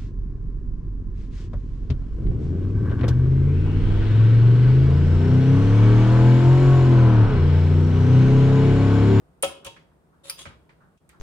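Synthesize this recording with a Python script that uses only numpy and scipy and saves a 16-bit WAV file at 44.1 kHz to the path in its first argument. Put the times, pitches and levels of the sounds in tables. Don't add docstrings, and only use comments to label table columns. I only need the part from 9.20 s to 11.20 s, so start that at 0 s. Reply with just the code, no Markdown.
import sys
import numpy as np
from scipy import signal
from scipy.fft import rfft, irfft
from scipy.io import wavfile

SR = 44100
rng = np.random.default_rng(int(sys.argv[2]) if len(sys.argv) > 2 else 0)


def to_wav(s):
    ch = np.atleast_2d(s).T
    pcm = np.round(np.clip(ch, -1, 1) * 32767)
    wavfile.write(sys.argv[1], SR, pcm.astype(np.int16))


N = 88200
T = np.arange(N) / SR
FREQS = np.maximum(np.arange(N // 2 + 1) * SR / N, 1)
LEFT_RIGHT = np.array([[1], [-1]])
RIGHT_ONLY = np.array([[0], [1]])


def from_db(db):
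    return 10 ** (np.asarray(db) / 20)


def rms_one(x):
    return x / np.sqrt(np.mean(x ** 2) + 1e-20)


def at_hz(points, hz):
    points = np.array(points)
    return np.interp(np.log(hz), np.log(points[:, 0]), points[:, 1])


def pan(db):
    return from_db(db * LEFT_RIGHT / 2)


def noise(spectrum, likeness, tilt_db=0, lag_s=0):
    mid, side = rfft(rng.standard_normal((2, N)))
    alike = np.clip(at_hz(likeness, FREQS), -1, 1)
    stereo = np.sqrt(1 + alike) * mid + np.sqrt(1 - alike) * side * LEFT_RIGHT
    colour = from_db(at_hz(spectrum, FREQS) + tilt_db * np.log2(FREQS))
    delay = np.exp(-2j * np.pi * FREQS * RIGHT_ONLY * lag_s)
    return rms_one(irfft(colour * delay * stereo, N))


def decay(start, t60, attack_s):
    age = np.maximum(T - start, 0)
    fall = from_db(-60 * np.minimum(age / t60, 5))
    return (1 - np.exp(-age / attack_s)) * fall


MODE_PAN_DB = 1


def struck(start, modes, lag_s, attack_s, tilt_db=0, scatter=0):
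    age = T - start - RIGHT_ONLY * lag_s
    centre = np.mean([mode[0] for mode in modes])
    out = 0
    for hz, db, t60 in modes:
        turn, side = rng.standard_normal(2)
        phase = RIGHT_ONLY * turn * scatter * hz / 1000
        gain = from_db(db + tilt_db * np.log2(hz / centre)) * pan(side * scatter * MODE_PAN_DB)
        out = out + gain * decay(start, t60, attack_s) * np.sin(2 * np.pi * hz * age + phase)
    return out


def resonate(x, hz, width_hz):
    r = np.exp(-np.pi * width_hz / SR)
    feedback = [1, -2 * r * np.cos(2 * np.pi * hz / SR), r * r]
    return rms_one(signal.lfilter([1, 0, -1], feedback, x + 1e-18))


# (frequency [Hz], relative density [dB per Hz])
AIR = [(20, -37.5), (35, -20), (56, 4), (110, -6), (160, 2.5), (220, -8.5), (350, -7), (700, -13.5),
       (1400, -20), (2400, -32.5), (6000, -43.5), (16000, -71)]
# (frequency [Hz], relative density [dB per Hz])
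HISS = [(500, -5.5), (2400, 0), (6000, -5.5), (9500, 2.5), (11500, -11), (14000, -1.5), (16000, -13)]
# (time [s], level change [dB])
AIR_LEVEL = [(0, 2), (.8, 0), (1.4, 2), (1.772, -0.5), (1.789, -27), (1.812, -2), (2, 0.5)]
# (frequency [Hz], likeness [-1 to 1])
AIR_LIKENESS = [(40, .87), (130, .75), (250, .65), (800, .45), (2500, .1), (10000, .2)]
AIR_DB, HISS_DB = -60, -80.5
HISS_DIP_SHARE = 0.34
AIR_LAG_S = .00018


def air():
    level_db = np.interp(T, *np.transpose(AIR_LEVEL))
    rush = from_db(AIR_DB + level_db) * noise(AIR, AIR_LIKENESS, lag_s=AIR_LAG_S)
    hiss = from_db(HISS_DB + HISS_DIP_SHARE * level_db) * noise(HISS, AIR_LIKENESS)
    return rush + hiss


# (time [s], level [dB], steel ring level [dB])
TICKS = [(0.2252, -17, -17), (0.2269, -23, -25), (0.447, -36, -61), (0.463, -36, -64), (1.8915, -45.5, -65)]
# (frequency [Hz], relative density [dB per Hz])
HOOK_CRACK = [(500, -18.5), (1500, -7.5), (3200, -3.5), (5500, -12.5), (8000, -1), (9400, 1.5), (10500, 0),
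              (11400, -24), (12600, -4), (14500, -6.5), (16000, -18)]
# (frequency [Hz], level [dB], 60 dB decay time [s])
HOOK_MODES = [(8400, -9, .025), (8750, -7, .03), (9041, -3, .04), (9200, -8, .035), (9364, -2, .04),
              (9600, -8, .03), (9904, -2, .04), (10250, -9, .025)]
# (frequency [Hz], likeness, limited to [-1 to 1])
TICK_LIKENESS = [(500, -0.075), (1400, -1.1), (3000, -1.1), (6000, -0.47), (8300, 0.99), (10300, 0.97),
                 (13000, 0)]
TICK_SNAP_T60_S, TICK_T60_S, TICK_TAIL_DB = .007, .04, -9


def hook_ticks():
    out = 0
    for s, db, ring_db in TICKS:
        snap = decay(s, TICK_SNAP_T60_S, .0002)
        tail = from_db(TICK_TAIL_DB) * decay(s, TICK_T60_S, 0.0015)
        crack = from_db(db) * noise(HOOK_CRACK, TICK_LIKENESS) * (snap + tail)
        out = out + crack + from_db(ring_db) * struck(s, HOOK_MODES, 0, .0004)
    return out


# (frequency [Hz], 60 dB decay time [s])
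ROOM_T60 = [(150, 1), (550, 0.65), (1900, 0.34), (3200, 0.39), (6000, 0.3), (9500, 0.27), (15000, 0.23)]
# (frequency [Hz], level [dB])
ROOM_COLOUR = [(150, 0.5), (400, 4.5), (550, -2), (1000, -1), (2000, -1.5), (3200, 1), (5000, 3),
               (9500, -1.5), (11600, -6), (14000, 2)]
# (frequency [Hz], likeness [-1 to 1])
ROOM_LIKENESS = [(150, 1), (550, 0.69), (1300, -0.3), (5000, 0.067), (9500, 0.27), (14000, 0.35)]


def room(x):
    edges = np.geomspace(100, 18000, 14)
    t, response = T[:SR], 0
    diffuse = [noise(ROOM_COLOUR, ROOM_LIKENESS)[:, :SR] for _ in range(2)]
    for k, (low, high) in enumerate(zip(edges, edges[1:])):
        band_filter = signal.butter(2, [low, high], "band", fs=SR, output="sos")
        band = signal.sosfilt(band_filter, diffuse[k % 2])
        t60 = at_hz(ROOM_T60, np.sqrt(low * high))
        fall = np.exp(-np.log(1000) * t / t60) * (1 - np.exp(-t / .004))
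        response = response + band * fall / np.linalg.norm(fall)
    return signal.fftconvolve(x, response, axes=1)[:, :N]


# (time [s], crack level
# [dB], wood ring level [dB], hollow ring level [dB], # neighbour's ring level [dB], treble tilt [dB per
KNOCKS = [(0.229, -22.5, -23, -24, -53, -2.5), (0.233, -20, -23, -15, -42, -2.5),
          (0.2418, -27, -31.5, -45, -49, 7), (.4475, -35, -39.5, -47, -55, 3),
          (.456, -43.5, -42.5, -40.5, -53, -0.5), (.4655, -33.5, -38.5, -35.5, -38.5, 1.5),
          (1.105, -53, -37, -53.5, -49.5, 2.5), (1.259, -43.5, -47.5, -44, -52, -1.5),
          (1.774, -66.5, -80, -91, -80, 5)]
# (frequency [Hz], relative density [dB per Hz])
WOOD_CRACK = [(150, -30), (400, -5), (700, -4.5), (1400, -4.5), (1950, -10.5), (2600, 1.5), (3250, -0.5),
              (4100, -11.5), (7000, -12.5), (10000, -17.5), (11500, -33), (14500, -31.5)]
# (frequency [Hz], level [dB], 60 dB decay time [s])
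WOOD_MODES = [(1098, -9, .09), (1304, -9.5, .13), (1375, -17, .06), (1650, -12, .06), (1770, -15, .06),
              (2162, -11.5, .1), (2514, -10, .12), (2609, -11, .12), (2705, -15, .16), (2977, -14, .16),
              (3169, -14, .17), (3290, -15, .2), (3805, -24, .16)]
# (frequency [Hz], level [dB], 60 dB decay time [s])
NEIGHBOUR_MODES = [(421, -9, .12), (923, -3, .2), (1062, -3, .14), (1825, -9, .08), (2400, -8, .07),
                   (2690, -4, .1), (2985, -3, .14), (3250, -5, .08), (3318, 0, .13), (3790, -6, .08),
                   (3928, -8, .06), (4860, -14, .05), (6897, -8, .04)]
# (frequency [Hz], likeness [-1 to 1])
WOOD_LIKENESS = [(100, 0.28), (500, .8), (1300, 0.18), (3000, 0.13), (9000, .1)]
WOOD_T60_S, WOOD_LAG_S = 0.064, 0.00018
PHASE_SCATTER_PER_KHZ = 0.42


def wood_knocks():
    out = 0
    for s, crack_db, ring_db, _, neighbour_db, tilt_db in KNOCKS:
        crack = noise(WOOD_CRACK, WOOD_LIKENESS, tilt_db, WOOD_LAG_S) * decay(s, WOOD_T60_S, .0015)
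        ring = struck(s, WOOD_MODES, WOOD_LAG_S, 0.0015, tilt_db, PHASE_SCATTER_PER_KHZ)
        neighbour = struck(s, NEIGHBOUR_MODES, WOOD_LAG_S, .003, scatter=PHASE_SCATTER_PER_KHZ)
        out = out + from_db(crack_db) * crack + from_db(ring_db) * ring + from_db(neighbour_db) * neighbour
    return out


# (frequency [Hz], level [dB], 60 dB decay time [s])
HOLLOW_MODES = [(316, -22, .2), (385, -28, .22), (440, -24, .2), (500, -10, .05), (555, 0, .105),
                (549, -15, .3), (592, -20, .2), (635, -11, .07), (690, -20, .14), (724, -20, .18),
                (769, -16, .2)]
HOLLOW_PAN_DB, HOLLOW_LAG_S = 3.2, .00022


def hollow_notes():
    notes = 0
    for s, _, _, hollow_db, _, _ in KNOCKS:
        notes = notes + from_db(hollow_db) * struck(s, HOLLOW_MODES, HOLLOW_LAG_S, 0.0029)
    return notes * pan(HOLLOW_PAN_DB)


# (time [s], level [dB])
BUMPS = [(.243, -39.5), (0.45, -42), (1.257, -40.5), (1.315, -67.5), (0.67, -68)]
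# (start time [s], 60 dB decay time [s], level [dB])
RUSTLES = [(.425, 0.19, -51.5), (.71, 0.091, -55), (.92, 0.37, -60), (1.29, 0.18, -44.5),
           (1.6, 0.39, -53.5), (1.72, 0.068, -71), (1.925, 0.29, -53)]
# (frequency [Hz], relative density [dB per Hz])
BUMP = [(20, -36), (36, -14), (60, 1.5), (130, -2), (220, -9), (500, -22), (2000, -67.5)]
# (frequency [Hz], relative density [dB per Hz])
CLOTH = [(150, 8), (500, -13.5), (900, 3.5), (1500, 7.5), (2200, -14.5), (5000, -28), (14000, -41)]
BUMP_T60_S, RUSTLE_ATTACK_S = .25, 0.013


def clothes():
    bumps = sum(from_db(db) * decay(s, BUMP_T60_S, .008) for s, db in BUMPS)
    brushes = sum(from_db(db) * decay(s, t60, RUSTLE_ATTACK_S) for s, t60, db in RUSTLES)
    thuds = bumps * noise(BUMP, AIR_LIKENESS, lag_s=AIR_LAG_S)
    return thuds + brushes * noise(CLOTH, AIR_LIKENESS, lag_s=AIR_LAG_S)


# (time [s], level [dB], treble tilt [dB per octave])
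TAPS = [(.563, -46, -2), (1.2538, -35.5, -2.5), (1.4919, -50, -2.7), (1.893, -53, 1.5)]
# (frequency [Hz], relative density [dB per Hz])
TAP = [(200, -9.5), (700, -8.5), (1100, 0.5), (1850, 4.5), (2400, 2.5), (2750, -5.5), (3300, -5.5),
       (4300, -10), (6000, -15), (10000, -19.5), (15000, -59)]
TAP_T60_S = .11


def dull_taps():
    out = 0
    for s, db, tilt_db in TAPS:
        burst = noise(TAP, WOOD_LIKENESS, tilt_db, WOOD_LAG_S)
        out = out + from_db(db) * burst * decay(s, TAP_T60_S, 0.0013)
    return out


# (start time [s], length [s], level [dB], hanger ring level [dB], pitch [ratio])
SLIDES = [(1.033, .06, -46.5, -50, 1.12), (1.169, 0.042, -42, -60, 1)]
# (frequency [Hz], width [Hz], level [dB])
SLIDE_MODES = [(1070, 70, -10), (1180, 70, -10), (2900, 120, -9), (3240, 90, -4), (3345, 55, 0),
               (3630, 60, -7), (4860, 160, -12), (5940, 50, -13), (6580, 50, -8), (6930, 50, -11),
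               (7260, 130, -8), (8942, 60, -4), (9200, 100, -9)]
# (frequency [Hz], relative density [dB per Hz])
SCRAPE = [(400, -2.5), (1800, -1.5), (3300, 2), (5500, -6), (7200, -3.5), (10200, -5.5), (11500, -34),
          (13500, -17), (16000, -36)]
# (frequency [Hz], likeness, limited to [-1 to 1])
HIT_LIKENESS = [(100, .8), (500, .65), (1300, .15), (3000, -.15), (6000, -0.79), (9000, .7), (13000, -1.3)]
SLIDE_ATTACK_S, SLIDE_RELEASE_S = 0.026, 0.026
SLIPS_PER_S, SCRAPE_DB = 1400, -3
SLIDE_FLUTTER_DB, FLUTTER_HZ = 1.3, 110
HANGER_NOTE_HZ = 554


def hook_slides():
    slips = (rng.random((2, N)) < SLIPS_PER_S / SR) * rng.standard_normal((2, N))
    flutter_filter = signal.butter(2, FLUTTER_HZ, fs=SR, output="sos")
    flutter = rms_one(signal.sosfilt(flutter_filter, rng.standard_normal(N)))
    grip = rms_one(from_db(SLIDE_FLUTTER_DB * flutter))
    hum = np.sin(2 * np.pi * HANGER_NOTE_HZ * (T - RIGHT_ONLY * HOLLOW_LAG_S))
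    hanger = hum * pan(HOLLOW_PAN_DB)
    out = 0
    for s, length, db, hanger_db, ratio in SLIDES:
        steel = 0
        for hz, width, mode_db in SLIDE_MODES:
            steel = steel + from_db(mode_db) * resonate(slips, hz * ratio, width)
        steel = rms_one(rms_one(steel) + from_db(SCRAPE_DB) * noise(SCRAPE, HIT_LIKENESS))
        rise = np.clip((T - s) / SLIDE_ATTACK_S, 0, 1)
        push = rise * np.exp(-np.maximum(T - s - length, 0) / SLIDE_RELEASE_S)
        out = out + push * grip * (from_db(db) * steel + from_db(hanger_db) * hanger)
    return out


# (frequency [Hz], relative density [dB per Hz])
RAIL_CRACK = [(400, -29.5), (1200, -8), (2400, -3), (3800, -5.5), (5000, 3), (7500, -17), (9700, 4.5),
              (11500, -9.5), (13800, 2.5), (15500, -13), (16500, -19)]
# (frequency [Hz], level [dB], 60 dB decay time [s])
RAIL_MODES = [(2390, -10, .05), (4810, -5, .028), (4860, -3, .045), (5230, -12, .04), (9252, -7, .05),
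              (9848, -4, .035), (10325, -11, .035), (12420, -11, .025), (13000, -12, .025),
              (13480, -9, .03), (14300, -9, .025), (15200, -12, .02)]
CLINK_S, CLINK_DB, CLINK_T60_S = 1.0972, -25.5, 0.053
RAIL_CRACK_DB, RAIL_LAG_S = 1.5, .00002


def rail_clink():
    crack = from_db(RAIL_CRACK_DB) * noise(RAIL_CRACK, HIT_LIKENESS) * decay(CLINK_S, CLINK_T60_S, .0004)
    return from_db(CLINK_DB) * (crack + struck(CLINK_S, RAIL_MODES, RAIL_LAG_S, .0005))


def scene():
    sources = [  # (sound, level sent to the room [dB])
        (hook_ticks(), -7),
        (wood_knocks(), -5.5),
        (hollow_notes(), -17),
        (dull_taps(), -4),
        (hook_slides(), -8),
        (rail_clink(), -10),
    ]
    direct = sum(sound for sound, _ in sources)
    tail = room(sum(from_db(room_db) * sound for sound, room_db in sources))
    return direct + tail + clothes() + air()


RUMBLE_CUT_HZ, CUTOFF_HZ = 36, 16300


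def record(dry):
    low_cut = signal.butter(2, RUMBLE_CUT_HZ, "high", fs=SR, output="sos")
    top_cut = signal.ellip(10, .2, 80, CUTOFF_HZ, fs=SR, output="sos")
    return signal.sosfilt(top_cut, signal.sosfilt(low_cut, dry))


dry = scene()
out = record(dry)
to_wav(out)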